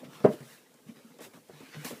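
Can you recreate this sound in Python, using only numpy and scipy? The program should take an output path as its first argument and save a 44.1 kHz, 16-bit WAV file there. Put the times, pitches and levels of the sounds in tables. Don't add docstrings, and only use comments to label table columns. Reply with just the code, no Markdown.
import sys
import numpy as np
from scipy import signal
from scipy.fft import rfft, irfft, next_fast_len
from scipy.io import wavfile
from scipy.ndimage import uniform_filter1d

SR = 44100
rng = np.random.default_rng(int(sys.argv[2]) if len(sys.argv) > 2 else 0)


def dump(signal):
    limited = np.clip(np.atleast_2d(signal).T, -1, 1)
    pcm = np.round(limited * 32767).astype(np.int16)
    wavfile.write(sys.argv[1], SR, pcm)


N = 88200

# frequency in Hz, relative level in dB per Hz.
HUSH_COLOUR = [(18, -64.5), (30, -28), (69, -20), (120, -11), (225, 1.5), (369, -8.5), (467, 3),
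               (656, -19.5), (12900, -23), (15500, -29)]
# frequency in Hz, time to fall by 60 dB in seconds.
ROOM_FADE = [(130, 0.18), (280, 0.24), (800, 0.19), (8000, 0.074)]
# time in seconds, brushing level in dB, scraping level in dB.
RUB_LEVELS = [(0.0, -62, -55), (0.03, -67, -63), (0.05, -64.5, -49.5), (0.08, -67.5, -63.5),
              (0.15, -59, -52), (0.23, -64, -58), (0.25, -61.5, -45.5), (0.27, -62, -58),
              (0.32, -57.5, -54.5), (0.33, -56, -51.5), (0.38, -63, -58.5), (0.53, -57, -57.5),
              (0.65, -69.5, -67.5), (0.85, -68.5, -72), (0.9, -65, -58.5), (0.94, -69, -68),
              (0.97, -66.5, -61), (1.184, -68.5, -67.5), (1.19, -76, -57.5), (1.22, -52.5, -55),
              (1.25, -52, -49.5), (1.29, -65.5, -66), (1.334, -67.5, -66), (1.338, -62.5, -55.5),
              (1.43, -69, -70.5), (1.6, -64, -55.5), (1.71, -63, -56.5), (1.75, -61.5, -48.5),
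              (1.78, -60, -55.5), (1.845, -55.5, -51.5), (1.848, -41.5, -42), (1.91, -47.5, -48),
              (1.94, -57, -54), (2.0, -58, -58.5)]
# time in seconds, level in dB.
DRAG_LEVELS = [(0.0, -54.5), (0.28, -62.5), (0.32, -63), (0.46, -78.5), (0.59, -70), (0.81, -64.5),
               (1.11, -67.5), (1.34, -69), (1.59, -72), (1.83, -55), (2.0, -56)]
# time in seconds, edge scraping's share of the scraping power (0-1).
EDGE_SHARE = [(0, 0.05), (.6, 0.21), (1.45, 0.12), (1.65, 0.51), (2, 0.43)]
# frequency in Hz, relative level in dB per Hz.
BRUSH_COLOUR = [(1760, -17.5), (3000, 1.5), (8120, 7.5), (8760, 6), (9920, 6.5), (15500, 3)]
# frequency in Hz, relative level in dB per Hz.
FACE_COLOUR = [(410, -5.5), (700, -4.5), (1290, -5), (1700, -6), (6000, -16.5), (7800, -55), (13200, -120)]
# frequency in Hz, relative level in dB per Hz.
EDGE_COLOUR = [(530, -38.5), (900, -13), (1930, -0.5), (2610, -0.5), (7000, -15), (9100, -54.5),
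               (15400, -120)]
# frequency in Hz, relative level in dB, time to fall by 60 dB in seconds.
BOARD_MODES = [(136.1, -1.5, .14), (150.2, 3.5, 0.074), (203, -13, 0.1), (236.4, 1.5, 0.11),
               (330.4, -3, 0.05), (401.4, -9, 0.12), (450.9, 5.5, 0.046), (557, 2.5, 0.039),
               (608.7, 1.5, 0.052), (730, -5.5, 0.048), (850, -4.5, 0.055), (930, -11.5, 0.096),
               (1055, -10, 0.15), (1223, -8.5, 0.19), (1500, -18.5, 0.07)]
# start in seconds, peak of the tone in dB (before the microphone),
# favoured pitch in Hz, reach around it in octaves, rise time in seconds, ringing time as a factor,
# woody crack in dB and bright tick in dB, both relative to the tone's peak.
CONTACTS = [(.018, -46, 248, 0.2, 0.0041, 0.88, -8, -27.5),
            (.031, -40.5, 600, 0.14, 0.00077, 1.1, -28, -29),
            (0.044, -40.5, 257, 0.59, 0.0028, 0.89, -18, -18.5),
            (0.074, -47, 163, 0.12, 0.005, 1.6, -32.5, -30), (0.202, -47, 475, 0.4, 0.0012, 9, 3.5, -38.5),
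            (0.2425, -14, 238.8, 0.77, 0.0015, 1.1, -11.5, -35),
            (.2478, -6, 456, 0.55, 0.0019, 0.75, -24, -63),
            (.2595, -12, 623.7, 0.39, 0.0027, 0.35, -42, -42.5),
            (0.2829, -24, 222, 0.25, 0.00097, 0.44, -23, -48.5),
            (.3, -33, 610, 0.069, 0.0037, 0.88, -24.5, -40.5),
            (0.335, -38, 333.2, 0.23, 0.0021, 1.4, -8.5, -12),
            (0.405, -38, 135, 1.36, 0.001, 1.77, -10, -18), (0.741, -57, 473, 1.15, 0.0011, 1.3, -8, -2),
            (0.858, -48.5, 170, 0.51, 0.0037, 1.1, -12, -19),
            (0.885, -36.5, 224.5, 0.37, 0.0094, 0.49, -23.5, -24),
            (0.913, -46, 255, 0.33, 0.0016, 0.51, -37, -31), (0.961, -51, 241, 0.74, 0.0041, 1.2, -3, -13),
            (.995, -52, 512, 0.29, 0.005, 1.3, -28, -15), (1.045, -46.5, 223, 0.29, 0.0022, 0.98, -30, -28),
            (1.103, -50, 259, 0.53, 0.0015, 0.62, -6, -15), (1.14, -53, 425, 0.33, 0.0019, 0.93, -16, -22),
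            (1.187, -44.5, 510, 0.98, 0.0023, 1.6, -12, -11.5),
            (1.206, -41.5, 465, 0.8, 0.00079, 1.9, -6.5, -9),
            (1.264, -45, 282.7, 0.77, 0.00064, 1.05, -6, -15),
            (1.337, -48.5, 265, 0.77, 0.0086, 1.3, -6, -10),
            (1.369, -49.5, 249, 0.24, 0.0013, 0.53, -5, -12),
            (1.486, -57, 446, 0.54, 0.0017, 0.47, 1.5, -2),
            (1.496, -40.5, 389, 0.45, 0.0022, 0.52, -12, -28),
            (1.53, -50, 149.6, 0.074, 0.0039, 3, -5, -25), (1.604, -45, 299, 0.6, 0.0029, 0.68, -4.5, -12),
            (1.631, -45, 251, 0.18, 0.0027, 0.45, -20, -18),
            (1.742, -45, 392.5, 1.8, 0.0072, 1.3, -4.5, -11),
            (1.754, -39, 148, 0.08, 0.016, 2.25, -15, -27),
            (1.847, -37, 255, 0.23, 0.0028, 0.84, -7.5, -1.5),
            (1.907, -35, 385, 0.67, 0.0031, 0.62, -6.5, -25), (1.928, -40, 223, 0.57, 0.003, 0.33, -6, -31),
            (1.979, -57.5, 368, 0.18, 0.00087, 1, -17, -30)]
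# frequency in Hz, relative level in dB per Hz.
CRACK_COLOUR = [(250, 22), (600, 18.5), (900, 12.5), (1500, 8.5), (2500, -2), (5000, -20.5), (15000, -34.5)]
# frequency in Hz, relative level in dB per Hz.
TICK_COLOUR = [(1000, -2.5), (3000, 4), (8000, 13.5), (15000, -1.5)]

HUSH_DB, ROOM_DB = -66, -14.5
LOW_CUT_HZ, TOP_HZ = 125.3, 15550
GRAIN_SPREAD_DB = 2.5
PATCH_DB = 3.5
SCATTER_DB = 1.2
CRACK_T60_S, TICK_T60_S, CRACK_RISE_S = 0.12, 0.023, 0.00046


def amp(db):
    return 10 ** (np.asarray(db) / 20)


def unit(x):
    return x / np.sqrt(np.mean(x ** 2) + 1e-20)


def along(points, hz):
    point_hz, value = np.transpose(points)
    return np.interp(np.log(hz + 1), np.log(point_hz + 1), value)


def curves(rows):
    seconds, *columns = np.transpose(rows)
    return [np.interp(np.arange(N) / SR, seconds, column) for column in columns]


def filtered(x, response):
    size = next_fast_len(N + SR // 2)
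    hz = np.fft.rfftfreq(size, 1 / SR)
    return irfft(rfft(x, size) * response(hz), size)[..., :N]


def shaped(points):
    return lambda hz: amp(along(points, hz))


def gritty(response, grains_per_s, grain_share):
    happens = rng.random(N) < grains_per_s / SR
    strength = amp(GRAIN_SPREAD_DB * rng.exponential(size=N))
    grains = happens * strength * rng.standard_normal(N)
    mix = rng.standard_normal(N) + grain_share * unit(grains)
    return unit(filtered(mix, response))


def steady_hush():
    return amp(HUSH_DB) * unit(filtered(rng.standard_normal(N), shaped(HUSH_COLOUR)))


def room_answer(x):
    out, size = np.zeros(N + SR), SR // 5
    delay = 250
    for start in range(0, N, size):
        hz, t, noise = signal.stft(rng.standard_normal(SR // 2), SR, nperseg=256)
        fade = amp(-60 * t / along(ROOM_FADE, hz)[:, None])
        tail = signal.istft(noise * fade, SR, nperseg=256)[1]
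        wet = signal.fftconvolve(x[start:start + size], tail / np.linalg.norm(tail))
        out[start + delay:][:len(wet)] += wet
    return out[:N]


def brushing(level_db):
    return amp(level_db) * gritty(shaped(BRUSH_COLOUR), 1500, 0.073)


def board_response(hz):
    total = 0
    for k, (centre_hz, db, t60) in enumerate(BOARD_MODES):
        width_hz = 5 / t60
        band = 1j * hz * width_hz
        total = total + (-1) ** k * amp(db) * band / (centre_hz * centre_hz - hz * hz + band)
    return total


def dragging():
    level_db, = curves(DRAG_LEVELS)
    return amp(level_db) * gritty(board_response, 90, 1.0)


def patchy(x):
    z = signal.stft(x, nperseg=512)[2]
    field = uniform_filter1d(rng.standard_normal(z.shape), size=3, axis=0)
    field = uniform_filter1d(field, size=7, axis=1)
    return unit(signal.istft(z * amp(PATCH_DB * unit(field)), nperseg=512)[1][:N])


def scraping(level_db):
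    edge = np.clip(curves(EDGE_SHARE)[0], 0, 1)
    face_sound = np.sqrt(1 - edge) * gritty(shaped(FACE_COLOUR), 660, 0.41)
    edge_sound = np.sqrt(edge) * gritty(shaped(EDGE_COLOUR), 300, 0.49)
    return amp(level_db) * patchy(face_sound + edge_sound)


def rubbing():
    brush_db, scrape_db = curves(RUB_LEVELS)
    return brushing(brush_db) + scraping(scrape_db) + dragging()


def board_tone(pitch_hz, reach, rise, ring, luck):
    t = np.arange(SR // 4) / SR
    modes, level, t60 = np.transpose(BOARD_MODES)
    nearest = np.abs(np.log(modes / pitch_hz)).argmin()
    hz = modes * pitch_hz / modes[nearest]
    octaves_away = np.log2(hz / pitch_hz)
    strength = amp(level + luck) * np.exp(-.5 * (octaves_away / reach) ** 2)
    sines = np.sin(2 * np.pi * hz[:, None] * t)
    fades = np.exp(-np.log(1000) * t / (ring * t60[:, None]))
    swell = (1 - np.exp(-t / rise)) ** 2
    tone = swell * (strength @ (fades * sines))
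    return tone / np.abs(tone).max()


def knocks():
    layers = np.zeros((3, N + SR))
    t = np.arange(SR // 4) / SR
    scatter = SCATTER_DB * rng.standard_normal((len(CONTACTS), len(BOARD_MODES)))
    for contact, luck in zip(CONTACTS, scatter):
        start, db, pitch_hz, reach, rise, ring, crack_db, tick_db = contact
        tone = board_tone(pitch_hz, reach, rise, ring, luck)
        crack = (1 - np.exp(-t / CRACK_RISE_S)) * amp(crack_db - 60 * t / CRACK_T60_S)
        tick = amp(tick_db - 60 * t / TICK_T60_S)
        layers[:, round(start * SR):][:, :len(t)] += amp(db) * np.array([tone, crack, tick])
    body, crack, tick = layers[:, :N]
    crack_sound = crack * gritty(shaped(CRACK_COLOUR), 1000, 0.08)
    tick_sound = tick * gritty(shaped(TICK_COLOUR), 1600, 0.18)
    return body + crack_sound + tick_sound


def scene():
    hits = knocks()
    mix = hits + amp(ROOM_DB) * room_answer(hits) + rubbing()
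    return mix[None]


def bass_cut(hz):
    u = hz / LOW_CUT_HZ
    once = -u * u / (1 + 1.1j * u - u * u)
    return once ** 2


def record(dry):
    heard = filtered(dry, bass_cut) + steady_hush()
    return filtered(heard, lambda hz: hz < TOP_HZ)


dry = scene()
out = record(dry)
dump(out)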